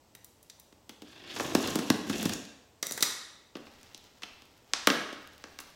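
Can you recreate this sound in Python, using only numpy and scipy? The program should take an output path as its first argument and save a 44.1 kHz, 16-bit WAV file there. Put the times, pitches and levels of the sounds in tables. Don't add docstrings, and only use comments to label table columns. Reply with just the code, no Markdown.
import sys
import numpy as np
from scipy import signal
from scipy.fft import rfft, irfft, next_fast_len
from scipy.io import wavfile
from scipy.ndimage import map_coordinates

SR = 44100
rng = np.random.default_rng(int(sys.argv[2]) if len(sys.argv) > 2 else 0)


def to_wav(s):
    ch = np.atleast_2d(s).T
    pcm = np.round(np.clip(ch, -1, 1) * 32767)
    wavfile.write(sys.argv[1], SR, pcm.astype(np.int16))


N = 253883

# f/Hz, width/Hz, level/dB
LID_MODES = [(102.6, 9, -2.5), (220, 45, 4.5), (265.4, 14, 1), (293.8, 18, 3.5), (454, 120, -14.5),
             (769, 14, -15.5), (1098, 58, -3.5), (1332, 170, -13.5), (1680, 310, -9), (2690, 130, -3),
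             (3420, 750, -14.5), (5770, 1400, -8)]


def amp(db):
    return 10 ** (np.asarray(db) / 20)


def unit(x):
    return x / np.sqrt(np.mean(x ** 2) + 1e-20)


def along(points, hz):
    f, v = np.transpose(points)
    return np.interp(np.log(hz + 1), np.log(f + 1), v)


def filtered(x, response):
    size = next_fast_len(N + SR // 2)
    return irfft(rfft(x, size) * response(np.fft.rfftfreq(size, 1 / SR)), size)[:N]


def coloured(x, eq):
    return unit(filtered(x, lambda hz: amp(along(eq, hz))))


def body(modes, hz):
    return 1 + sum(amp(db) * 1j * hz * width / (f * f - hz * hz + 1j * hz * width)
                   for f, width, db in modes)


def bending(hz, lag_s):
    return np.exp(-4j * np.pi * lag_s * np.sqrt(1000 * hz))


def hush():
    eq = [(15, -36), (25, -29), (45, -7), (76, -1), (170, -7), (256, -6), (516, -8.5), (624, -8.5),
          (695, -11), (887, -9), (1480, -21.5), (6560, -22), (7310, -23.5), (8140, -21), (8830, -31),
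          (16000, -29.5)]
    return amp(-64) * coloured(rng.standard_normal(N), eq)


def room_tail(build_s=0.00017):
    decay = [(100, 0.4), (250, 0.61), (1000, 0.8), (2500, 0.87), (5000, 0.72), (8000, 0.62), (11000, 0.54),
             (15000, 0.3)]
    walls = [(80, 3), (250, -2.5), (600, 2), (1500, -0.1), (5000, -2.3), (9000, -4), (15000, -5)]
    hz, t, noise = signal.stft(rng.standard_normal(SR), SR, nperseg=256)
    t60 = along(decay, hz)[:, None]
    fade = 1000 ** (-t / t60) * np.sqrt(2 * np.log(1000) / (t60 * SR))
    tail = signal.istft(noise * fade * amp(along(walls, hz))[:, None], SR, nperseg=256)[1][:SR]
    return tail * (1 - np.exp(-np.arange(SR) / SR / build_s))


def slips(per_s, spread_db, clump_db, clump_hz):
    sizes = rng.standard_normal(N) * amp(spread_db * np.clip(rng.standard_normal(N), -2, 2))
    jerks = rng.random(N) < per_s / SR
    knots = rng.standard_normal(int(N * clump_hz / SR) + 4)
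    wobble = map_coordinates(knots, [np.arange(N) * clump_hz / SR])
    return unit(jerks * sizes * amp(clump_db * np.tanh(wobble)))


def fingers():
    rubs = [(0.0, 0.703, -79), (3.588, 4.04, -64.5), (4.025, 4.66, -67.5), (4.677, 5.737, -63.5)]
    rustle_eq = [(300, 2), (1000, -0.5), (2500, -1), (5500, -2), (9000, -16), (15000, -15)]
    crease_eq = [(1000, -22), (3500, 8), (7000, -4), (13000, -2), (16000, -7)]
    t, fade_s = np.arange(N) / SR, 0.1
    rubbing = sum(amp(db) * np.clip(.5 + np.minimum(t - start, end - t) / fade_s, 0, 1)
                  for start, end, db in rubs)
    rustle = rubbing * coloured(slips(per_s=3000, spread_db=3, clump_db=3.5, clump_hz=40), rustle_eq)
    creases = rubbing * coloured(slips(per_s=27, spread_db=1, clump_db=4, clump_hz=6), crease_eq)
    return rustle + amp(-7.5) * creases + amp(1) * signal.fftconvolve(rustle, room_tail())[:N]


def blow(voice, s, chatter_s, level_db, thud_db, knock_db, tick_db, pitch=1, thud_hz=None, room_db=0):
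    hz, db = np.transpose(voice)
    thud, knock, snap = hz[:3] * pitch
    levels = db + level_db + np.array([thud_db, knock_db, 0, tick_db])
    return s, chatter_s, (thud_hz or thud, knock, snap, hz[-1]), levels, room_db


def contacts(blows, modes, lag_s, crack_s, size=8192):
    widths = [0.7, 0.77, 0.56, 0.75]
    out, t, hz = np.zeros(N + 2 * SR), np.arange(size) / SR, np.fft.rfftfreq(size, 1 / SR)
    lead = size // 32
    path = body(modes, hz) * bending(hz, lag_s) * np.exp(-2j * np.pi * hz * lead / SR)
    for s, chatter_s, centres, levels, room_db in blows:
        chatter = rng.standard_normal(size) * 1000 ** (-t / chatter_s)
        chatter /= np.linalg.norm(chatter)
        chatter[0] += (crack_s / chatter_s) ** 2
        comb = rfft(chatter)
        comb /= np.sqrt(np.abs(comb))
        slipping = rfft(irfft(comb) * (t < t[-1] / 2))
        forces = [1, slipping, slipping, slipping]
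        hit = np.zeros(size)
        for force, centre, octaves, db in zip(forces, centres, widths, levels):
            band = np.exp(-.5 * (np.log2((hz + 1) / centre) / octaves) ** 2)
            part = irfft(force * path * band)
            hit += amp(db) * part / np.linalg.norm(part) * np.sqrt(SR / 160)
        sound = amp(room_db) * signal.fftconvolve(hit, room_tail())
        sound[:size] += hit
        out[round(s * SR) - lead:][:len(sound)] += sound
    return out[:N]


def scissors():
    # f/Hz, width/Hz, level/dB
    steel_modes = [(105, 22, 22), (1233, 140, -4), (1950, 450, 5), (3750, 450, 7), (4748, 350, 0),
                   (5880, 250, 8), (7250, 500, 2), (9254, 300, -2), (13200, 500, 0)]
    # f/Hz, level/dB
    click_voice = [(230, -17), (2100, -5), (5400, -1), (12100, 5.5)]
    landing_voice = [(420, -11), (1200, -6.5), (5200, 1), (12100, -6.5)]
    # t/s, level/dB, thud trim/dB, knock trim/dB, tick trim/dB
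    clicks = [(0.15, -64, 19, 16.5, 7), (0.2447, -64, 0, -1, 10.5), (0.428, -71.5, -1, -2, 10.5),
              (0.4974, -47, -10, -6.5, -18), (0.5974, -65.5, -5, 3, 8.5)]
    # t/s, chatter/s, level/dB, thud trim/dB, knock trim/dB, tick trim/dB, pitch/x
    landings = [(2.8265, 0.021, -30.5, 0.5, 1, -1.5, 1.02), (2.8678, 0.012, -42.5, -2, -6, 13.5, 0.86),
                (2.91, 0.0052, -44, 12.5, 4.5, 11.5, 0.81), (2.9206, 0.022, -35, -13, -12, -3, 1.4),
                (2.9756, 0.033, -42.5, 8, 10, 8, 1.04), (3.0064, 0.04, -37, 3, -7, 4, 0.82),
                (3.0246, 0.028, -21.5, -4.5, -2, 2.5, 0.92), (3.0316, 0.029, -34.5, 1, 8, 1, 1.26)]
    chatter_s = 0.025
    blows = [blow(click_voice, s, chatter_s, *levels, room_db=-2) for s, *levels in clicks]
    blows += [blow(landing_voice, *row, room_db=-0.5) for row in landings]
    return contacts(blows, steel_modes, lag_s=0.00201, crack_s=0.0065)


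def box():
    # f/Hz, level/dB
    tap_voice = [(300, 2), (1000, -2), (3400, 0.5), (10200, -11)]
    snag_voice = [(300, 10), (1100, 0.5), (4100, -1), (10200, -6)]
    pick_voice = [(340, -0.5), (1300, 0), (3850, 0), (10200, -14.5)]
    # t/s, level/dB, thud trim/dB, knock trim/dB, tick trim/dB
    taps = [(0.7238, -62.5, 5.5, -1, 2), (0.8925, -46.5, -3.5, -5, 5), (1.0189, -51.5, 6.5, -4, 5),
            (3.5525, -46, 7, 1, -15), (3.5671, -54, 8, 5, 3), (3.6669, -56, -14, 5, -10)]
    # t/s, tear/s, level/dB, thud trim/dB, knock trim/dB, tick trim/dB
    snags = [(1.3613, 0.065, -38, -11.5, -0.5, -13), (1.3965, 0.033, -38.5, -4, 8, -4),
             (1.4052, 0.033, -40, 1.5, -10, -2.5), (1.549, 0.028, -27.5, 1.5, 0.5, -0.5),
             (1.6735, 0.024, -37, -24, -6, 0), (1.7555, 0.02, -34.5, 2, -3, 5),
             (1.7868, 0.044, -38, 0, 0, 1), (1.9008, 0.018, -24.5, -2, -0.5, -3.5),
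             (2.0954, 0.042, -38, 2.5, 1.5, -1), (2.228, 0.019, -47, -12, 7, 16),
             (2.2535, 0.041, -34, 2, -4, 3.5), (2.2933, 0.02, -37, -12, -2.5, 1.5),
             (2.4513, 0.02, -50.5, -13, -8, -5)]
    # t/s, f/Hz
    thud_pitch = [(1.4, 460), (1.55, 310), (1.9, 226), (2.26, 200)]
    # t/s, tear/s, level/dB, thud trim/dB, knock trim/dB, tick trim/dB, pitch/x
    picks = [(3.8303, 0.002, -57.5, -10, -7, 3, 1.5), (3.9456, 0.016, -43.5, -12, -34, -15, 1.19),
             (4.2195, 0.1, -52, -7, 6.5, -3, 1.34), (4.2323, 0.024, -37, -13.5, -9, -5.5, 0.84),
             (4.4198, 0.017, -57.5, -0.5, -5, 7, 0.89), (4.7345, 0.0098, -24.5, -17.5, -4, -24, 1.26),
             (4.8712, 0.02, -22, 1.5, 5, 9, 0.91), (4.9005, 0.019, -26, 2.5, -4.5, -22, 0.95),
             (5.126, 0.06, -48, 9.5, 0, 2, 1.05), (5.4389, 0.017, -48.5, 3, 4, -9, 1.2),
             (5.5878, 0.017, -45, -10, 1, 6, 1.15), (5.6007, 0.036, -53.5, -1, 4.5, 22.5, 0.93)]
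    scuff_s = 0.031
    blows = [blow(tap_voice, s, scuff_s, *levels, room_db=-2) for s, *levels in taps]
    blows += [blow(snag_voice, s, *row, thud_hz=np.interp(s, *np.transpose(thud_pitch)), room_db=-4)
              for s, *row in snags]
    blows += [blow(pick_voice, *row, room_db=-2.5) for row in picks]
    return contacts(blows, LID_MODES, lag_s=0.003, crack_s=0.019)


def stroke():
    # t/s, effort/dB
    push = [(1.04, -32), (1.08, -10.5), (1.23, -13), (1.33, 2.5), (1.38, -1.5), (1.57, -1), (1.66, 6.5),
            (1.74, -2.5), (1.87, -6), (1.95, -8), (2.05, -17), (2.11, 2.5), (2.22, 1.5), (2.31, -5.5),
            (2.337, 9.5), (2.357, -36)]
    far_rim_s = [2.315, 2.35]
    t = np.arange(N) / SR
    effort_db = np.interp(t, *np.transpose(push), left=-120, right=-120)
    near_rim = np.interp(t, [1.32, 1.39], [1, 0])
    far_rim = np.interp(t, far_rim_s, [0, 1])
    drum_db = -41 + 0.7 * effort_db - 14 * (near_rim + far_rim)
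    rasp_db = -45.5 + effort_db
    fizz_db = -48 + 0.91 * effort_db - 10.5 * near_rim
    return amp(drum_db), amp(rasp_db), amp(fizz_db)


def cutting():
    drum_eq = [(35, -32), (60, -5.5), (110, -7), (170, -10.5), (230, 0.5), (300, -2), (380, -6.5),
               (470, -4), (650, -11), (1000, -12), (2200, -74)]
    rasp_eq = [(350, -13), (600, -2), (900, -11.5), (1150, -11.5), (1600, -0.5), (2150, -1.5), (2700, 2),
               (3300, 2), (4500, -0.5), (6000, -13), (7500, -25), (9000, -22), (12000, -48)]
    fizz_eq = [(3500, -18), (5800, 7), (7400, 4), (8700, -3.5), (11000, -3), (14000, -7.5), (16000, -10)]
    drum_gain, rasp_gain, fizz_gain = stroke()
    tearing = slips(per_s=6000, spread_db=3, clump_db=5.5, clump_hz=100)
    crackle = slips(per_s=3000, spread_db=4, clump_db=4, clump_hz=90)
    lid = filtered(tearing, lambda hz: body(LID_MODES, hz) * bending(hz, lag_s=.003))
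    taut, slack = [coloured(lid, np.multiply(drum_eq, [pitch, 1])) for pitch in (1.2, .88)]
    slit = np.interp(np.arange(N) / SR, [1.72, 2.1], [0, np.pi / 2])
    drumming = np.cos(slit) ** 2 * taut + np.sin(slit) ** 2 * slack
    cut = drum_gain * drumming + rasp_gain * coloured(lid, rasp_eq) + fizz_gain * coloured(crackle, fizz_eq)
    return cut + signal.fftconvolve(cut, room_tail())[:N]


def scene():
    return (hush() + box() + scissors() + cutting() + fingers())[None]


def record(dry):
    top_hz = 15950
    return filtered(dry[0], lambda hz: 1 / np.sqrt(1 + (hz / top_hz) ** 160))[None]


dry = scene()
out = record(dry)
to_wav(out)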